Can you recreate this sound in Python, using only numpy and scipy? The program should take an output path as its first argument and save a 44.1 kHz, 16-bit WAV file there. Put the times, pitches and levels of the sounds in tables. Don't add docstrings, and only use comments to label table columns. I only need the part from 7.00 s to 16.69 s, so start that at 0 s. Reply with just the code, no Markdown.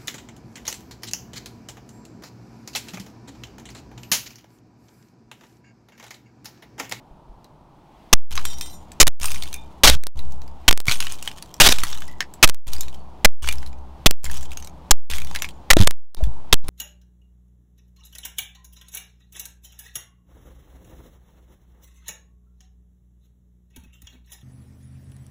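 import sys
import numpy as np
from scipy import signal
from scipy.fft import rfft, irfft
from scipy.io import wavfile

SR = 44100
rng = np.random.default_rng(int(sys.argv[2]) if len(sys.argv) > 2 else 0)


def master(y):
    cut = np.clip(np.atleast_2d(y).T, -1, 1)
    pcm = np.round(cut * 32767)
    wavfile.write(sys.argv[1], SR, pcm.astype(np.int16))


N = 427329

LIMIT = .7
TOP_HZ = 15900

# start in seconds, first inward swing in microphone limits, its length in seconds,
# time constant of the outward rise in seconds, time the microphone is free again in seconds,
# stand wobble in dB on its mode levels, spray level in dB, spray flight time in seconds.
BLOWS = [ (1.127, 0.053, 0.0011, 0.013, 1.311, -2.5, -39.5, 0.12),
         (2.001, 0.11, 0.0042, 0.028, 2.211, -1, -28, 0.092),
         (2.835, 1.06, 0.039, 0.13, 3.157, 5, -50.5, 0.14),
         (3.680, 0.27, 0.0026, 0.017, 3.874, -6.5, -32, 0.14),
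         (4.603, 0.9, 0.057, 0.24, 4.822, -5, -34, 0.1), (5.427, 0.23, .004, 0.027, 5.67, 0, -35, 0.091),
         (6.244, 0.05, 0.0022, 0.012, 6.425, 1.5, -37, 0.082),
         (7.061, 0.054, .001, 0.013, 7.243, 3, -36, 0.1), (7.909, 0, 0.0012, .012, 8.1, 1, -33, 0.088),
         (8.704, 1.86, 0.0895, 0.027, 9.170, -1, -44.5, .12),
         (9.526, 0.18, 0.0022, 0.011, 9.64, -6.5, -48, 0.033)]
# frequency in Hz, relative density in dB per Hz.
TRAFFIC_SPECTRUM = [(25, 1), (60, 0), (90, -4), (135, 2.5), (230, -3.5), (320, -4), (480, -10.5), (900, -4),
                    (1250, -16), (1900, -33), (4000, -34), (16000, -51.5)]
# time in seconds, rms level in dB.
TRAFFIC_LEVEL = [(0, -50.5), (.95, -51.5), (1.3, -47), (9.69, -46)]
# frequency in Hz, relative density in dB per Hz.
RUSTLE_SPECTRUM = [(500, -4), (1500, -0.5), (3200, -1), (5500, -10), (9000, -17), (16000, -19)]
# start in seconds, starting amplitude in dB, frequency in Hz, t60 in seconds.
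THUMPS = [(.11, -34.5, 35, .13), (.295, -32.5, 36.8, .15), (2.886, -9, 62.7, .24),
          (3.882, -19.5, 120, .092), (4.665, -14, 47.8, .2), (7.061, -3.5, 190.4, .03),
          (7.062, 2, 649, .019), (8.767, 9, 325, .025), (8.801, .5, 95.5, .37), (9.207, -27, 639, .063),
          (9.227, -8, 51.8, .22), (9.272, -20, 110, .11)]
# mode frequency in Hz, typical level in dB, t60 in seconds.
STAND_MODES = [(53, -35, 1.6), (64.3, -28, 2.6), (73.2, -33, 2.2), (172, -43, 2.8), (221, -49, 1.2)]
# start in seconds, peak in dB, ring in Hz, treble above 5 kHz against the rest in dB.
CLACKS = [(.444, -40, 3970, -2), (1.3547, -16, 6300, 3), (1.3766, -8.5, 1140, -19),
          (1.4528, -11.5, 7700, 1), (1.5846, -24.5, 5750, 17), (1.611, -15, 5660, 6),
          (1.9183, -27, 7800, 3), (2.2313, -9.5, 8200, 1), (2.2439, -11.5, 1190, -3), (2.257, -7, 8800, 19),
          (2.3174, -13.5, 5640, 4), (2.4237, -14, 3680, -7), (2.5287, -20, 3860, 2),
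          (2.5414, -16, 2410, 6.5), (3.192, -26, 3860, -6), (3.3223, -31.5, 15500, 11.5),
          (3.418, -33.5, 4000, -.5), (3.478, -36, 4920, -1), (3.8821, -3, 2205, -18),
          (3.8954, -5.5, 4480, -3), (3.9125, -4, 3180, -8), (3.921, -5.5, 3870, 0),
          (4.004, -8.5, 2930, -1.5), (4.025, -15, 2600, -5), (4.0686, -15, 2970, -10),
          (4.1222, -17, 8700, 9), (4.226, -17, 2700, 4), (4.276, -10, 3040, -10), (4.3832, -29, 3300, -5),
          (4.4244, -21, 4500, 2.5), (4.541, -22.5, 5800, 9), (4.8351, -6, 1230, -1),
          (4.8682, -22, 3300, -6), (4.9287, -15.5, 3670, -13), (5.0203, -22, 1700, -10),
          (5.2055, -8, 1810, -13), (5.3382, -28, 7880, 10), (5.734, -15, 12000, 12),
          (5.8085, -11.5, 7200, 15), (5.8824, -26.5, 3860, -4), (5.928, -36, 3020, -4),
          (6.444, -20.5, 1530, -18), (6.475, -13.5, 2170, -4), (6.4878, -6, 2340, -5),
          (6.5255, -16, 9800, 4), (6.6628, -29.5, 4110, -3), (7.2428, -13.5, 7430, 11),
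          (7.263, -21, 1730, -8), (7.314, -19, 6030, 6), (7.3718, -24, 5850, 9), (7.4305, -27.5, 7400, 9),
          (7.5177, -26, 2680, -4), (7.5725, -17.5, 2830, 5), (7.625, -27, 5990, -1),
          (7.6466, -24.5, 4110, 9), (7.673, -28, 6460, 3), (8.1005, -13, 2355, -2),
          (8.1134, -13.5, 3620, -3), (8.1358, -15.5, 2040, -7), (8.1834, -18, 2170, -3),
          (8.2183, -20.5, 2440, -5), (8.3122, -22, 930, -10), (8.3495, -13, 1670, -6),
          (8.3599, -12, 2140, -7), (8.4213, -9.5, 6000, 0), (8.4445, -15.5, 2310, -17),
          (8.4885, -22.5, 3140, -4), (9.2383, -25, 3360, -1.5), (9.6833, -18.5, 11240, 3)]
# frequency in Hz, gain in dB.
CONTACT_SPECTRUM = [(100, -20), (500, -9), (1100, 0.5), (3000, 1), (7000, -2), (11000, -7.5), (16000, -8)]
# frequency in Hz, gain in dB.
SPRAY_SPECTRUM = [(100, -8.5), (500, -9.5), (1100, 0.5), (1900, -7.5), (3100, 2.5), (4600, -5.5),
                  (6500, -1.5), (10000, -9.5), (16000, -12.5)]
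# start in seconds, peak in dB, length in seconds,
# resonance in Hz.
CRUSHES = [(1.129, 14, .0074, 6160), (2.001, 16, .017, 6530), (2.835, 12.5, .023, 3420),
           (2.860, 1.5, .036, 4270), (2.874, 8, .0087, 3050), (2.903, -15.5, .048, 3200),
           (3.680, 10, .011, 3050), (4.601, 10, .02, 2630), (4.622, 1, .038, 3570), (4.662, 4, .015, 3500),
           (4.699, -9.5, .022, 5500), (4.729, -23.5, .037, 3500), (5.428, 16, .018, 2400),
           (6.247, 10, .010, 2040), (7.060, 10, .0087, 3480), (7.909, 12.5, .0066, 7080),
           (8.703, 12, .011, 2040), (8.804, -6.5, .064, 3460), (9.527, 10, .0061, 3560)]
# start in seconds, peak in dB, length in seconds.
SNAPS = [(2.028, 5, .0027), (2.070, 5.5, .0018), (2.077, 5.5, .0035), (2.898, 9.5, .0014),
         (3.037, -7, .0011), (3.069, -1, .0017), (3.711, 8, .0004), (3.728, 5.5, .0003),
         (3.776, 2.5, .0006), (3.803, 1.5, .0005), (3.814, -1.5, .0004), (3.855, -10, .0012),
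         (4.688, 3, .0053), (4.722, 1, .0045), (4.785, -10.5, .0022), (5.476, 0, .0018), (5.490, 2, .0029),
         (5.497, 4, .001), (5.546, -2, .0005), (7.11, 5, .0009), (8.733, 7, .0014), (8.767, -2.5, .0033),
         (8.786, -11, .008), (8.872, 14, .0032), (8.908, 2, .0022), (9.145, -8, .0028), (9.54, 3.5, .0014),
         (9.588, -4.5, .0005)]
# frequency in Hz, gain in dB.
SHELL_SPECTRUM = [(40, -13.5), (200, -5), (600, -4.5), (1500, -3.5), (3300, -4), (6000, -5), (9000, -10.5),
                  (16000, -17)]
# start in seconds, level in dB.
PINGS = [(1.452, -36), (1.611, -35.5)]
# frequency in Hz, typical level in dB, t60 in seconds.
PING_MODES = [(2024, -12.5, .15), (3180, -7.5, .15), (3666, -3, .25), (4020, -7, .2), (4900, -10, .15),
              (5470, -4.5, .16), (5660, -2.5, .2), (6100, -7, .18), (6850, -8, .18), (7060, -6, .28),
              (7596, -6, .2), (8651, -5, .2), (9227, -9, .16), (11400, -12, .16), (12660, -12, .14)]
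# start in seconds, typical level in dB, frequency in Hz, nominal t60 in seconds.
TINKLES = [(2.224, -30, 8930, .44), (2.257, -33, 14510, .17), (2.275, -32, 10500, .18),
           (2.529, -40, 3600, .18), (2.54, -38, 2400, .15), (3.939, -30, 8940, .14),
           (4.003, -29, 10260, .06), (5.084, -43, 1950, .2), (5.734, -29.5, 3740, .041),
           (5.808, -32.5, 3830, .064), (5.969, -51, 4460, .15), (7.372, -41, 5830, .12),
           (7.626, -41, 5980, .059), (8.39, -37.5, 7030, .18)]

RUSTLE_REST_DB, RUSTLE_SWING_DB = -73, -61.5
SWING_RISE_S, SWING_FALL_S = .17, .4
HOP_S, HOP_LOSS_DB = .027, 16
CHIP_FIRST_S, CHIP_SPREAD_S = .19, .33
CHIP_OVER_SPRAY_DB, CHIP_FADE_DB_PER_S = 16, 29
CHIP_HZ, CHIP_TREBLE_DB_PER_OCTAVE = 4200, 9
SNAP_HZ = 3600
BOUNCE_S, BOUNCE_SHARE, BOUNCE_LOSS_DB = .049, .8, 5


def undb(db):
    return 10 ** (np.asarray(db) / 20)


def clock(length_s):
    return np.arange(int(length_s * SR)) / SR


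def fade(t, t60):
    return np.exp(-np.log(1000) * np.maximum(t, 0) / t60)


def add(track, start_s, sound):
    i = int(np.clip(start_s * SR, 0, N - 1))
    track[i:i + len(sound)] += sound[:N - i]


def unit(x):
    return x / np.sqrt(np.mean(x ** 2))


def colour(x, points, size=1024):
    hz, db = np.transpose(points)
    f = np.maximum(np.fft.rfftfreq(size, 1 / SR), 1)
    log_gain = np.log(undb(np.interp(np.log(f), np.log(hz), db)))
    cepstrum = irfft(log_gain)
    cepstrum[1:size // 2] *= 2
    cepstrum[size // 2 + 1:] = 0
    impulse = irfft(np.exp(rfft(cepstrum)))
    return signal.fftconvolve(x, impulse)[:len(x)]


def resonate(x, hz, q):
    b, a = signal.iirpeak(min(hz, TOP_HZ), max(q, 1), fs=SR)
    return signal.lfilter(b, a, x)


def grains(count, rate_hz, spread_db):
    hit = rng.random(count) < rate_hz / SR
    sign = rng.choice([-1, 1], count)
    size = np.minimum(rng.exponential(size=count), 4)
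    return hit * sign * undb(spread_db * size)


def ring(modes, length_s):
    t = clock(length_s)
    return sum(undb(db + rng.normal()) * np.sin(2 * np.pi * hz * t) * fade(t, t60) for hz, db, t60 in modes)


def chatter(t, t60, rate_hz):
    touches = grains(len(t), rate_hz, spread_db=2) * fade(t, t60)
    touches[0] = 2
    return touches / np.linalg.norm(touches)


def background():
    t = np.arange(N) / SR
    traffic_db = np.interp(t, *np.transpose(TRAFFIC_LEVEL))
    distance = np.min([np.maximum((s - t) / SWING_RISE_S, (t - s) / SWING_FALL_S) for s, *_ in BLOWS], axis=0)
    swing = np.exp(-distance)
    waver = np.interp(t, np.linspace(0, N / SR, 90), rng.standard_normal(90))
    traffic = unit(colour(rng.standard_normal(N), TRAFFIC_SPECTRUM, size=8192))
    rustle = unit(colour(rng.standard_normal(N), RUSTLE_SPECTRUM))
    rustle_gain = (undb(RUSTLE_REST_DB) + undb(RUSTLE_SWING_DB) * swing) * undb(2 * waver)
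    return undb(traffic_db) * traffic + rustle_gain * rustle


def ground():
    out, t = np.zeros(N), clock(.6)
    for s, db, hz, t60 in THUMPS:
        add(out, s, -undb(db) * np.sin(2 * np.pi * hz * t) * fade(t, t60))
    ends = [blow[0] for blow in BLOWS[1:]] + [N / SR]
    for (s, *_, wobble_db, spray_db, flight_s), end_s in zip(BLOWS, ends):
        add(out, s, undb(wobble_db) * ring(STAND_MODES, end_s - s))
    return out


def hops():
    return [(s + HOP_S * rng.uniform(.5, 1.5), db - HOP_LOSS_DB, hz, treble_db)
            for s, db, hz, treble_db in CLACKS]


def chips(count=10, scatter_db=2.5, scatter_octaves=.6):
    rows = []
    for s, *_, spray_db, flight_s in BLOWS:
        for k in range(count):
            age_s = CHIP_FIRST_S + CHIP_SPREAD_S * ((k + rng.random()) / count) ** 2
            db = spray_db + CHIP_OVER_SPRAY_DB - CHIP_FADE_DB_PER_S * age_s + scatter_db * rng.normal()
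            octaves = scatter_octaves * rng.normal()
            rows.append((s + age_s, db, CHIP_HZ * 2 ** octaves, CHIP_TREBLE_DB_PER_OCTAVE * octaves))
    return rows


def clacks(tick_t60=.012, skid_db=-15, skid_t60=.07, ring_db=11, ring_q=16, overtone_db=7, overtone_q=60):
    out, t = np.zeros(N), clock(.088)
    lowpass = signal.butter(3, 5000, fs=SR, output="sos")
    highpass = signal.butter(3, 5000, "hp", fs=SR, output="sos")
    for s, db, hz, treble_db in CLACKS + hops() + chips():
        contact = rng.standard_normal(len(t)) * fade(t, tick_t60)
        skid = unit(grains(len(t), 1700, spread_db=2)) * fade(t, skid_t60)
        tick = colour(contact + undb(skid_db) * skid, CONTACT_SPECTRUM)
        overtones = sum(resonate(tick, f, overtone_q) for f in rng.uniform(1500, 12000, size=5))
        note = resonate(tick, hz, ring_q * hz / 4000)
        clack = tick + undb(ring_db) * note + undb(overtone_db) * overtones
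        lower = unit(signal.sosfilt(lowpass, clack))
        treble = unit(signal.sosfilt(highpass, clack))
        clack = lower + undb(treble_db) * treble
        add(out, s, undb(db) * clack / np.abs(clack).max())
    return out


def jolts(creep_s=.068):
    out, t = np.zeros(N), clock(1.1)
    for s, inward, swing_s, rise_s, free_s, *_ in BLOWS:
        dip = inward * np.sin(np.pi * np.minimum(t / swing_s, 1))
        thrown = 2 * (1 - np.exp(-np.maximum(t - swing_s, 0) / rise_s))
        creep = np.exp((free_s - s - t) / creep_s)
        add(out, s, LIMIT * (np.minimum(thrown, creep) - dip))
    return out


def spray(rate_hz=500, ring_db=15, ring_q=60, clump_db=4):
    out, t = np.zeros(N), clock(1.1)
    for s, *_, db, flight_s in BLOWS:
        notes_hz = np.geomspace(1100, 13000, num=24) * np.exp(.06 * rng.standard_normal(24))
        patter = 0
        for hz in notes_hz:
            landings = grains(len(t), rate_hz / len(notes_hz), spread_db=2.5)
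            patter = patter + landings + undb(ring_db) * resonate(landings, hz, ring_q)
        knots = t[::800]
        clumps = np.interp(t, knots, rng.standard_normal(len(knots)))
        patter = unit(colour(patter, SPRAY_SPECTRUM) * undb(clump_db * clumps))
        rain = t / flight_s * np.exp(1 - t / flight_s)
        add(out, s, undb(db) * patter * rain)
    return out


def cracks(rate_hz=9000, release_t60=.011, ring_db=3, ring_q=6):
    out, t = np.zeros(N), clock(.1)
    for s, db, length_s, hz in CRUSHES + [(*snap, SNAP_HZ) for snap in SNAPS]:
        fractures = grains(len(t), rate_hz, spread_db=2)
        fractures[0] = 2
        burst = colour(fractures * fade(t - length_s, release_t60), SHELL_SPECTRUM)
        burst = burst + undb(ring_db) * resonate(burst, hz, ring_q)
        add(out, s, -undb(db) * burst / burst[np.argmax(np.abs(burst))])
    return out


def pings(chatter_t60=.16, tick_db=9, count=4):
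    out, t = np.zeros(N), clock(.3)
    for s, drop_db in PINGS:
        for k in range(count):
            modes = [(hz, db + 3 * rng.normal(), t60) for hz, db, t60 in PING_MODES]
            body = ring(modes, length_s=.3)
            body += undb(tick_db) * rng.standard_normal(len(body)) * fade(t, .0092)
            touches = chatter(t, chatter_t60, rate_hz=260)
            add(out, s, undb(drop_db - k * BOUNCE_LOSS_DB) * signal.fftconvolve(touches, body))
            s += BOUNCE_S * BOUNCE_SHARE ** k
    return out


def tinkles(twin_db=-4):
    out = np.zeros(N)
    for s, db, hz, t60 in TINKLES:
        twin_hz = hz * (1 + rng.uniform(.00648, .024))
        body = ring([(hz, db, t60 / 2), (twin_hz, db + twin_db, t60 / 2)], length_s=.3)
        touches = chatter(clock(.3), 2 * t60, rate_hz=300)
        add(out, s, signal.fftconvolve(touches, body))
    return out


def yard(x, wet_db, t60):
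    t = clock(.5)
    reflections = colour(grains(len(t), 2500, spread_db=1.5), [(200, 3), (4000, .5), (16000, -6)])
    echo = reflections * fade(t, t60) * (t > .008)
    return undb(wet_db) * signal.fftconvolve(x, echo / np.linalg.norm(echo))[:N]


def scene():
    shell = cracks()
    debris = clacks() + spray() + pings() + tinkles()
    echoes = yard(shell, wet_db=-22, t60=.15) + yard(debris, wet_db=-19.5, t60=.097)
    return (shell + debris + echoes + ground() + jolts() + background())[None]


def record(dry):
    fine = signal.resample_poly(dry, 2, 1, axis=1)
    clipped = signal.resample_poly(np.clip(fine, -LIMIT, LIMIT), 1, 2, axis=1)
    b, a = signal.butter(1, 1.8, "hp", fs=SR)
    coupled = signal.lfilter(b, a, clipped)
    lowpass = signal.firwin(161, TOP_HZ, fs=SR, window="blackman")
    return signal.fftconvolve(coupled, lowpass[None], "same")


dry = scene()
out = record(dry)
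master(out)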